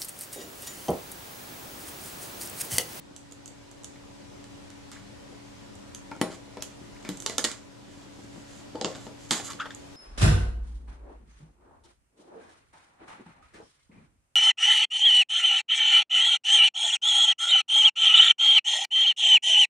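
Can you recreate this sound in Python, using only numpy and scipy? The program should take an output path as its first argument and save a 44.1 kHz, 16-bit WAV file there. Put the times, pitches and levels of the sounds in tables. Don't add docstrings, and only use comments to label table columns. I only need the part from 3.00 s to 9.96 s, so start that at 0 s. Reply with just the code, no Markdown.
import sys
import numpy as np
from scipy import signal
from scipy.io import wavfile
from scipy.ndimage import uniform_filter1d

SR = 44100
rng = np.random.default_rng(int(sys.argv[2]) if len(sys.argv) > 2 else 0)


def persist_wave(psi):
    counts = np.round(np.clip(psi, -1, 1) * 32767).astype(np.int16)
    wavfile.write(sys.argv[1], SR, np.atleast_2d(counts).T)


def gain_from_db(level_db):
    decades = np.asarray(level_db, float) / 20
    return 10 ** decades


N = 306936

# frequency in Hz, level in dB per Hz.
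HISS = [(22, -40), (50, -12.5), (70, -9), (105, -6), (150, -9), (340, -8.5), (600, -13.5), (1200, -20.5),
        (5500, -27), (7500, -29.5), (10400, -38), (13500, -49.5), (15300, -59), (16500, -75)]
# frequency in Hz, likeness from -1 to 1.
HISS_LIKENESS = [(40, 0.96), (120, -0.3), (220, -0.33), (380, -0.63), (750, -0.38), (1200, 0.068),
                 (2200, -0.052), (9000, 0.15)]
# frequency in Hz, left minus right in dB.
HISS_LEAN = [(60, 4.3), (180, 2.9), (550, 0.99), (1650, 0.93), (4970, 0.1), (15000, 1.2)]
# frequency in Hz, level in dB, width in Hz, start in seconds.
FAN = [
    (38.7, -67, 4.4, 0),
    (116.2, -59.5, 7.01, 0.0054),
    (201.7, -60, 7.85, 1.16),
    (283.3, -53.5, 0.62, 0.09),
    (562, -65.5, 0.49, 0.01),
    (849, -70, 1, 0.067),
    (978, -68, 1.56, 0.0071),
    (1876, -76, 2.7, 0),
]
# time in seconds, gain in dB.
GAIN = [(0, -5), (.9, -2.5), (1.4, -1), (3.1, -1), (3.5, -1.5), (4.2, 0.5), (4.6, -3.5), (5.4, -0.5),
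        (6.3, -0.5), (6.96, 0)]

# frequency in Hz, level in dB, t60 in seconds.
STEEL = [(5900, -2, .006), (6600, -.5, .007), (7300, 0, .008), (8000, -3, .006), (9000, -6, .005),
         (10200, -8, .004), (11500, -9, .004), (13000, -10, .003), (14800, -10, .003)]
# frequency in Hz, level in dB, t60 in seconds.
RING_TOP = [(2950, 0, .009), (3450, 0, .009), (4000, 0, .008), (4600, 0, .007), (5250, 0, .007)]
# frequency in Hz, level in dB, t60 in seconds.
RING = [(1120, 0, .018), (1400, 0, .016), (1700, 0, .014), (2050, 0, .013), (2450, 0, .011)]
# frequency in Hz, level in dB, t60 in seconds.
BENCH_TOP = [(420, 0, .045), (520, 0, .04), (630, 0, .04), (760, -1, .035), (910, -2, .03)]
# frequency in Hz, level in dB, t60 in seconds.
BENCH = [(180, -4, .09), (240, 0, .07), (290, 0, .07), (340, 0, .08)]

# time in seconds, deep bench in dB, bench top in dB.
NUDGES = [(0.109, -38, -48), (2.326, -51, -44), (3.479, -51, -44), (3.813, -35, -54), (4.881, -37, -49),
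          (4.949, -51, -58), (4.972, -37.5, -51), (5.025, -41, -50), (5.064, -38.5, -65),
          (5.189, -37, -46.5), (5.243, -38, -61), (5.36, -34.5, -45), (5.378, -34.5, -46),
          (5.594, -37.5, -50), (5.747, -36, -39), (6.153, -57, -63)]
# time in seconds, metal in dB, dullness in dB from steel towards ring.
TICKS = [(0.163, -48.5, -10.5), (0.312, -57, -5), (0.3215, -50, -8), (0.4581, -50, -11), (0.4776, -51, -11),
         (0.7135, -56.5, -10), (0.8344, -56, -9), (0.844, -43.5, -9.5), (0.9584, -60, 9),
         (1.4409, -50.5, -1), (1.702, -49.5, 0), (1.916, -45, -6), (1.931, -58, -8), (2.7533, -57.5, -10.5),
         (2.9475, -41.5, -7.5), (3.3174, -48, 0), (3.348, -56, -6), (4.027, -55, -5), (4.172, -49, -9.5),
         (4.2016, -44.5, -10.5), (4.222, -43, -8.5), (6.7478, -55.5, -17)]
# bench top in dB, deep bench in dB.
TICK_PUSH = (-52, -51.5)
# time in seconds, metal in dB, dullness in dB, bench top in dB, deep bench in dB.
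PRESSES = [
    (3.114, -49, 8, -40, -36),
    (3.164, -55, 3, -41, -41),
    (3.2137, -29, 2, -19, -19.5),
    (4.049, -51.5, -3, -40, -37),
    (4.0898, -36.5, -1.5, -35, -23),
]
# time in seconds, metal in dB, dullness in dB, bench top in dB, deep bench in dB.
ROCKS = [
    (3.5707, -51.5, 9, -31, -39.5),
    (5.7555, -53, 0.5, -29, -42),
    (5.8122, -35.5, -2, -32, -31),
    (5.8225, -46, -5, -42, -51),
    (5.8457, -30, -1, -22, -26),
    (5.8562, -41, -3, -26.5, -31),
    (5.949, -48, 2, -44, -40),
    (5.9557, -48, 3, -46, -43),
    (6.0669, -52, 3, -34.5, -35),
]
# time in
# seconds, metal in dB, dullness in dB, bench top in dB, deep bench in dB.
CLACKS = [(3.6224, -35, -4, -42, -40.5), (4.262, -27.5, -2.5, -33, -43), (4.2962, -36.5, -1, -55, -39),
          (4.3816, -26.5, -6.5, -26.5, -36), (4.3918, -35, 5.5, -55, -34.5), (4.4412, -27, -5, -31.5, -36),
          (4.445, -34, -8, -30, -30.5), (4.4478, -26.5, -3, -48, -32), (4.451, -30.5, -6, -46, -38),
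          (4.5147, -38, -2.5, -52, -38), (6.3085, -23, 0.5, -29, -27), (6.3154, -27.5, -5, -29, -27),
          (6.3238, -33, -7, -34, -33), (6.333, -36, -6, -35, -51), (6.3987, -45, 9, -32, -35.5),
          (6.5326, -45, 0, -44, -41)]
RING_TOP_LIFT = [0.39, 4.5, 3.4, 5.9]
RING_MOVED = (5.7, 6.1)

# time in seconds, level in dB, frequency in Hz, t60 in seconds.
TONES = [(3.2136, -31, 179, 0.17), (3.125, -43, 297, 0.22), (3.2135, -18, 300, 0.041),
         (3.222, -32, 330, 0.071), (3.2138, -32, 498, 0.064), (3.2135, -30, 1950, 0.065),
         (3.2135, -34.5, 3066, 0.045), (4.05, -56, 1780, 0.11), (4.091, -41, 308, 0.18),
         (4.0907, -36.5, 194, 0.23), (4.0905, -38, 478, 0.052), (4.262, -47, 620, 0.031),
         (4.263, -39, 1160, 0.054), (4.262, -28, 3580, .02), (4.263, -30, 5950, .03),
         (4.262, -37.5, 890, 0.048), (4.273, -33, 4050, 0.028), (4.2975, -36.5, 656, 0.053),
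         (4.2975, -38, 1970, .06), (4.385, -37, 480, 0.061), (4.382, -34, 1353, .08),
         (4.384, -40, 1740, .07), (4.383, -24, 6380, .03), (4.4418, -30, 1900, .07),
         (4.4415, -27.5, 4475, .04), (4.449, -36, 486, 0.046), (4.449, -41, 1440, .05),
         (5.749, -33, 410, 0.054), (5.7553, -35.5, 474, 0.057), (5.754, -32, 850, 0.045),
         (5.767, -56, 3500, .03), (5.754, -43, 4600, .03), (5.814, -28, 520, .045), (5.815, -32, 758, .1),
         (5.8461, -30, 332, 0.095), (5.8466, -40, 616, 0.083), (5.8466, -32, 1053, .06),
         (5.8454, -28.5, 2780, 0.025), (6.3085, -26, 6300, .03), (6.31, -24, 3270, 0.046),
         (6.308, -34, 1900, .09), (6.311, -32, 1077, 0.08), (6.321, -47, 950, 0.054),
         (6.308, -31.5, 10000, .015), (6.328, -35, 320, .12), (6.349, -43, 420, .08),
         (6.395, -41, 790, .05),
         (3.2135, -37, 10900, 0.011), (3.2135, -28, 12300, .012), (3.623, -34, 12200, .012),
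          (4.0905, -32, 12300, .012), (4.0905, -30, 14000, .01), (4.262, -21, 14500, .008),
          (4.262, -12, 16000, 0.007), (4.262, -35, 5030, .012), (4.1726, -32, 14500, .006),
          (4.222, -46, 7300, 0.014), (0.163, -44, 6000, 0.018), (0.844, -41, 6310, .03),
          (1.916, -44, 8100, .02), (1.916, -46, 5500, .02), (0.163, -50, 4500, .015),
          (0.844, -45, 4600, .015), (0.458, -51, 4500, .015), (4.273, -34, 7000, .015),
          (2.9476, -43, 6500, .025), (3.2135, -36, 6760, 0.013), (4.383, -25, 5200, .015),
          (4.3925, -34, 6200, .015), (5.8128, -50, 10060, 0.008), (5.8462, -46, 10100, .008),
          (5.857, -35, 5940, 0.022), (6.6105, -34, 3320, .025), (6.657, -39, 3280, 0.02),
          (6.7065, -42, 3490, 0.017), (6.7481, -42, 7240, .015),
         (3.116, -44, 1080, .06), (3.2135, -33, 2300, .03), (3.2135, -35, 3900, .03),
         (3.2135, -31, 1080, .07), (3.24, -35, 620, .1), (3.3, -38, 350, .1), (3.572, -44, 1000, .05),
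         (3.572, -46, 2320, .02), (3.607, -48, 2500, .02), (3.607, -48, 3950, .02), (3.626, -42, 2600, .03),
         (4.262, -41, 480, .04), (4.297, -37, 440, .045), (4.384, -32, 270, .06), (4.384, -37, 800, .04),
         (5.752, -32, 330, .07), (5.814, -34, 640, .04), (5.846, -31, 460, .04), (6.459, -40, 7000, .02),
         (6.47, -42, 7200, .02), (6.503, -42, 4600, .015), (6.504, -42, 8000, .015)]
# start in seconds, length in seconds, level in dB, first and last frequency in Hz.
CHIRPS = [(0.955, .012, -56, 1600, 2400), (1.959, .016, -50, 1100, 2500), (3.959, .012, -54, 1600, 2800),
          (6.589, .011, -44, 1150, 2100), (6.597, .007, -37, 2900, 3900), (6.597, .017, -29.5, 1050, 1680),
          (6.608, .006, -37, 2900, 3600), (6.612, .007, -33, 1650, 1100), (6.618, .006, -36, 1300, 1700),
          (6.625, .006, -38, 1300, 1850), (6.704, .006, -46, 1300, 1900)]
# start in seconds, metal in dB, dullness in dB, t60 in seconds.
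RATTLES = [(1.92, -51.5, 2, 0.4), (3.24, -54, 15.5, 0.2), (4.05, -52, 3, 0.21), (4.088, -48, -2, 0.37),
           (4.269, -51, 6, .14), (4.297, -42, -2, 0.28), (4.459, -43, 2.5, 0.36), (5.86, -47.5, 1, 0.64),
           (5.955, -51, -2.5, .3), (6.312, -40, -5, 0.25), (6.32, -28, -1.5, 0.29)]
# time in seconds, level in dB, frequency in Hz, t60 in seconds.
SINGS = [(3.116, -42.5, 920, 0.054), (3.116, -47.5, 1393, 0.2), (3.116, -49, 2330, 0.15),
         (3.215, -30.5, 9080, 0.033), (3.214, -33, 13300, 0.022), (3.571, -64, 2350, .06),
         (3.607, -48, 5300, 0.018), (3.624, -33, 5960, 0.021), (3.624, -37.5, 9800, 0.037),
         (3.623, -33, 13200, 0.021), (3.623, -29, 15000, .02), (4.049, -46.5, 2340, 0.14),
         (4.265, -39, 4110, 0.074), (5.952, -49, 1470, 0.042), (6.31, -37, 864, 0.063)]
# start in seconds, length in seconds, metal in dB, dullness in dB.
SLIDES = [(3.291, 0.077, -51.5, 0.5), (4.04, 0.057, -54, 5), (4.479, 0.063, -48.5, 1),
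          (4.852, 0.25, -63, -1.5), (5.093, 0.21, -67.5, -5.5), (5.297, 0.16, -65, -5),
          (5.452, 0.2, -59, -4), (5.988, 0.11, -58.5, -4.5), (6.183, 0.11, -58.5, -4),
          (6.282, 0.042, -56, -5.5), (6.435, 0.06, -44, -6), (6.494, 0.035, -41.5, -2)]
# loudest point in seconds, release in seconds, level in dB, slip rate in Hz, roughness 0 to 1.
SQUEAKS = [
    (6.49, 0.0092, -41, 1310, 0.4),
    (6.505, 0.02, -39.5, 1252, 0.3),
    (6.603, .004, -42, 1300, 0.4),
    (6.6115, 0.0062, -35, 1621, 0.5),
    (6.622, 0.0066, -36, 1538, 0.42),
    (6.633, 0.0093, -42, 1382, 0.2),
    (6.649, 0.012, -47, 1500, .4),
]
# loudest point in seconds, release in seconds, level in dB, slip rate in Hz, roughness 0 to 1.
SKIPS = [
    (6.657, 0.017, -37.5, 1170, 0.96),
    (6.667, 0.015, -43, 1100, 0.83),
    (6.7065, 0.0099, -41, 1732, 0.32),
    (6.715, 0.019, -48, 1780, .6),
]
# level in dB, share of the slip rate.
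GLIDE = [(-38, .05), (-28.5, .32)]
# slip rate in Hz, fall in dB per overtone.
OVERTONES = [(1200, 25), (1750, 4)]

# delay in seconds, level in dB.
ECHOES = [(.0022, -14), (.0045, -18.5), (0.01, -14), (0.0177, -41)]
# frequency in Hz, t60 in seconds.
ROOM = [(200, 0.21), (600, 0.47), (1500, 0.24), (4000, 0.24), (8000, 0.31), (13000, 0.2)]
# frequency in Hz, likeness 0 to 1.
ROOM_LIKENESS = [(150, 0.89), (600, 0.76), (2000, 0.68), (4500, 0.1), (9000, 0.033)]
# frequency in Hz, level in dB.
CAPSULE = [(8000, 0.5), (9500, 1.5), (11000, -2), (12500, -10), (14000, -19), (16000, -48), (18000, -61)]
# frequency in Hz, left minus right in dB.
PORTS = [(100, 3), (400, 2.5), (1000, 1.5), (2400, .5), (4000, -1.5), (6000, -6.5), (7500, -8), (8800, -1),
         (10000, 7), (12000, 14), (15000, 12)]


def evened(x):
    return x / np.sqrt(np.mean(x ** 2) + 1e-20)


def at_peak(x, db):
    loudest = uniform_filter1d(x ** 2, size=176).max()
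    return gain_from_db(db) * x / np.sqrt(loudest + 1e-20)


def read(points, hz):
    f, value = np.transpose(points)
    return np.interp(np.log(hz + 1), np.log(f + 1), value)


def add(mix, s, sound):
    part = mix[round(s * SR):][:len(sound)]
    part += sound[:len(part)]


def band_pass(x, order, edges):
    return signal.sosfilt(signal.butter(order, edges, "band", fs=SR, output="sos"), x)


def hiss():
    frames, hz = N // 512 + 5, np.fft.rfftfreq(2048, 1 / SR)
    a, b, c, d, patches = rng.standard_normal((frames, 1025, 5)).T
    patches = evened(uniform_filter1d(uniform_filter1d(patches, 12, 0), 6, 1))
    same = read(HISS_LIKENESS, hz)[:, None]
    left = a + 1j * b
    right = same * left + np.sqrt(1 - same ** 2) * (c + 1j * d)
    lean_db = np.outer([0.5, -0.5], read(HISS_LEAN, hz))[:, :, None]
    z = np.array([left, right]) * gain_from_db(read(HISS, hz)[:, None] + 1.1 * patches) * gain_from_db(lean_db)
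    x = signal.istft(z, nperseg=2048, noverlap=1536)[1][:, :N]
    middle = band_pass(x.mean(0), 4, [1200, 6000])
    return gain_from_db(-57.5) * x / middle.std()


def fan():
    t, out = np.arange(N) / SR, np.zeros((2, N))
    knots = np.linspace(0, N / SR, 120)
    port_lag = np.array([[0], [0.2]])
    for hz, db, width, start in FAN:
        drift, swell = (np.interp(t, knots, curve) for curve in rng.standard_normal((2, 120)))
        turn = 2 * np.pi * (hz * t + width * np.cumsum(drift) / SR)
        line = np.sin(turn + port_lag) * gain_from_db((0.76 + 0.3 * width) * swell)
        fade_in = np.clip((t - start) / 0.35 + 1, 0, 1)
        out += gain_from_db(db) * line / line.mean(0).std() * fade_in
    return out


def ring(modes, chance, metal=True):
    hz, db, t60 = np.transpose(modes)[:, :, None]
    hz = hz * (1 + 0.04 * chance[:len(hz), :1])
    db = db + 2 * chance[:len(hz), 1:]
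    t = np.arange(4000) / SR
    sign = (-1.) ** (np.arange(len(hz))[:, None] * metal)
    body = (sign * gain_from_db(db - 60 * t / t60) * np.sin(2 * np.pi * hz * t)).sum(0)
    return band_pass(body, 1 + metal, [0.8 * hz.min(), 1.25 * hz.max()])


def nudges():
    out = np.zeros(N)
    push = signal.windows.hann(40) / 20
    for s, db, top_db in NUDGES:
        chance = rng.uniform(-1, 1, (8, 2))
        deep = at_peak(ring(BENCH, chance, False), db - 5.5)
        top = at_peak(ring(BENCH_TOP, chance, False), top_db + 0.5)
        add(out, s, signal.oaconvolve(push, deep + top))
    return out


def metals(db, dull_db, top_db=0.):
    return db - dull_db, db + top_db, db + dull_db


def blows():
    ticks = [(*row, *TICK_PUSH) for row in TICKS]
    out = []
    for table, top_db in zip((ticks, CLACKS, PRESSES, ROCKS), RING_TOP_LIFT):
        for s, db, dull_db, *bench_db in table:
            out.append((s, *metals(db, dull_db, top_db), *bench_db))
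    return sorted(out)


def hits():
    near, t = np.zeros(N), np.arange(300) / SR
    far = np.zeros((3, N))
    for k, (s, *levels_db) in enumerate(blows()):
        chance, grit = rng.uniform(-1, 1, (5, 9, 2)), rng.standard_normal((2, 300))
        chatter = grit[0] * (abs(grit[1]) > 1.5) * np.exp(-t / 0.0022)
        chatter[8] = 3.8
        chatter /= np.linalg.norm(chatter)
        steel = STEEL[:4] if RING_MOVED[0] < s < RING_MOVED[1] else STEEL
        groups = (steel, True, 1.4), (RING_TOP, True, 1.6), (RING, True, 1.8), (BENCH_TOP, False, 2.2), \
            (BENCH, False, 2.6)
        bodies = [at_peak(ring(modes, c, metal), db - less_db)
                  for (modes, metal, less_db), c, db in zip(groups, chance, levels_db)]
        metal, bench = sum(bodies[:3]), sum(bodies[3:])
        snap = band_pass(grit[1] * np.exp(-t / 0.0009), 4, [2200, min(steel[-1][0], 10500) - 300])
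        add(near, s, signal.oaconvolve(chatter, metal))
        add(near, s, bench)
        add(near, s, at_peak(snap, levels_db[1] - 8))
        add(far[k % 3], s, metal + bench)
    return near, far


def tones():
    out, t = np.zeros(N), np.arange(8000) / SR
    rise = 1 - np.exp(-t / 0.0003)
    for s, db, hz, t60 in TONES:
        twin = 0.23 * np.sin(2 * np.pi * hz * 1.042 * t)
        pair = np.sin(2 * np.pi * hz * t) + twin
        add(out, s, gain_from_db(db - 60 * t / t60) * pair * rise)
    return out


def chirps():
    out = np.zeros(N)
    for s, length, db, from_hz, to_hz in CHIRPS:
        hz = np.linspace(from_hz, to_hz, round(length * SR))
        turn = 2 * np.pi * np.cumsum(hz) / SR
        tone = np.sin(turn) + 0.2 * np.sin(2 * turn)
        add(out, s, gain_from_db(db + 3) * tone * signal.windows.tukey(len(hz), 0.7))
    return out


def stroke(shape, db, dull_db):
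    side, when, size = rng.random((SR, 3))[:len(shape)].T
    slips = np.sign(side - 0.5) * (when < 2600 / SR)
    slips = slips * gain_from_db(-3.2 * np.log(size + 0.02))
    sound = np.zeros(len(shape))
    for modes, level_db, less_db in zip((STEEL[:8], RING_TOP, RING), metals(db, dull_db), [5.5, 4.5, 4.2]):
        body = signal.oaconvolve(slips, ring(modes, np.zeros((9, 2))))[:len(shape)]
        sound += gain_from_db(level_db - less_db) * evened(body)
    return sound * shape


def rattle(s, db, dull_db, t60):
    t = np.arange(0, t60 * 29 / 60, 1 / SR)
    rise = np.minimum(t / 0.0016, 1)
    return s, stroke(rise * gain_from_db(-60 * t / t60), db, dull_db)


def sings():
    out, t = np.zeros(N), np.arange(8000) / SR
    rise = 1 - np.exp(-t / 0.00061)
    for s, db, hz, t60 in SINGS:
        cluster = hz * (1 + 0.035 * (1 + hz / 5000) * rng.uniform(-1, 1, (7, 1)))
        voices = np.sin(2 * np.pi * cluster * t).sum(0) / 2
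        add(out, s, gain_from_db(db - 60 * t / t60) * voices * rise)
    return out


def slide(s, length, db, dull_db):
    return s, stroke(signal.windows.tukey(round(length * SR), 0.53), db, dull_db)


def resonate(x, hz, width):
    turn = np.exp(2j * np.pi * np.cumsum(hz * np.ones(len(x))) / SR)
    r = np.exp(-np.pi * width / SR)
    return 2 * (turn * signal.lfilter([1 - r], [1, -r], x / turn + 1e-18)).real


def squeak(s, release, level_db, rate_hz, rough, rise):
    t = np.arange(-rise, release, 1 / SR)
    db = level_db - 31 * np.maximum(-t / rise, t / release) ** 3.2
    glide = np.interp(level_db, *np.transpose(GLIDE))
    hz = rate_hz * (1 - glide * np.tanh(abs(t) / 0.009))
    fall_db = read(OVERTONES, rate_hz)
    noise = rng.standard_normal(SR // 4)[:len(t)]
    jitter = 0.072 * evened(uniform_filter1d(noise, 90))
    turns = np.cumsum(hz * (1 + jitter)) / SR
    tone, fuzz = np.zeros(len(t)), np.zeros(len(t))
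    for k in range(4):
        overtone_hz = (k + 1) * hz
        tone += gain_from_db(-fall_db * k) * np.sin(2 * np.pi * (k + 1) * turns)
        fuzz += gain_from_db(-0.6 * fall_db * k) * resonate(resonate(noise, overtone_hz, 1200), overtone_hz, 1300)
    sound = (1 - rough) * evened(tone) + rough * evened(fuzz)
    return s - rise, gain_from_db(db) * sound * signal.windows.tukey(len(t), 0.12)


def tail():
    taps = np.zeros((2, SR // 2))
    slots = np.arange(200, SR // 2 - 20, 20)
    at = slots + rng.integers(0, 20, (2, len(slots)))
    np.put_along_axis(taps, at, rng.choice([-1., 1.], at.shape), 1)
    hz, t, z = signal.stft(taps, SR, nperseg=256)
    same = read(ROOM_LIKENESS, hz)[:, None]
    z[1] = same * z[0] + np.sqrt(1 - same ** 2) * z[1]
    decay = gain_from_db(-60 * t / read(ROOM, hz)[:, None])
    out = signal.istft(z * decay, SR, nperseg=256)[1]
    return gain_from_db(-5.0) * out / np.linalg.norm(out[0])


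def room(near, far):
    early = np.zeros((2, 1000))
    early[:, 0] = 1
    for s, db in ECHOES:
        at = round(s * SR)
        early[[0, 1], [at, at + 3]] += gain_from_db(db)
    wet = sum(signal.oaconvolve(x[None], tail(), axes=1)[:, :N] for x in far)
    return signal.oaconvolve(near[None], early, axes=1)[:, :N] + wet


def ports(x):
    hz = np.linspace(0, SR / 2, 129)
    pair = []
    for side in (1, -1):
        gain = gain_from_db(2 * read(CAPSULE, hz) + side * read(PORTS, hz)) + 1e-5
        pair.append(signal.minimum_phase(signal.firwin2(255, hz, gain, fs=SR)))
    x = signal.sosfilt(signal.butter(3, 125, "high", fs=SR, output="sos"), x)
    return signal.oaconvolve(x, np.array(pair), axes=1)[:, :N]


def scene():
    near, far = hits()
    rubbing = sings() + tones() + nudges()
    for source, table in (rattle, RATTLES), (slide, SLIDES):
        for row in table:
            add(rubbing, *source(*row))
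    squeaks = chirps()
    for table, rise_s in (SQUEAKS, 0.015), (SKIPS, 0.002):
        for row in table:
            add(squeaks, *squeak(*row, rise_s))
    far[0] += rubbing + gain_from_db(-5) * squeaks
    work = ports(room(near + rubbing + squeaks, far))
    s, db = np.transpose(GAIN)
    gain = gain_from_db(np.interp(np.arange(N) / SR, s, db))
    return work + (hiss() + fan()) * gain


def low_pass(x):
    return signal.sosfilt(signal.butter(12, 16490, fs=SR, output="sos"), x)


def record(dry):
    return low_pass(dry)


dry = scene()
out = record(dry)
persist_wave(out)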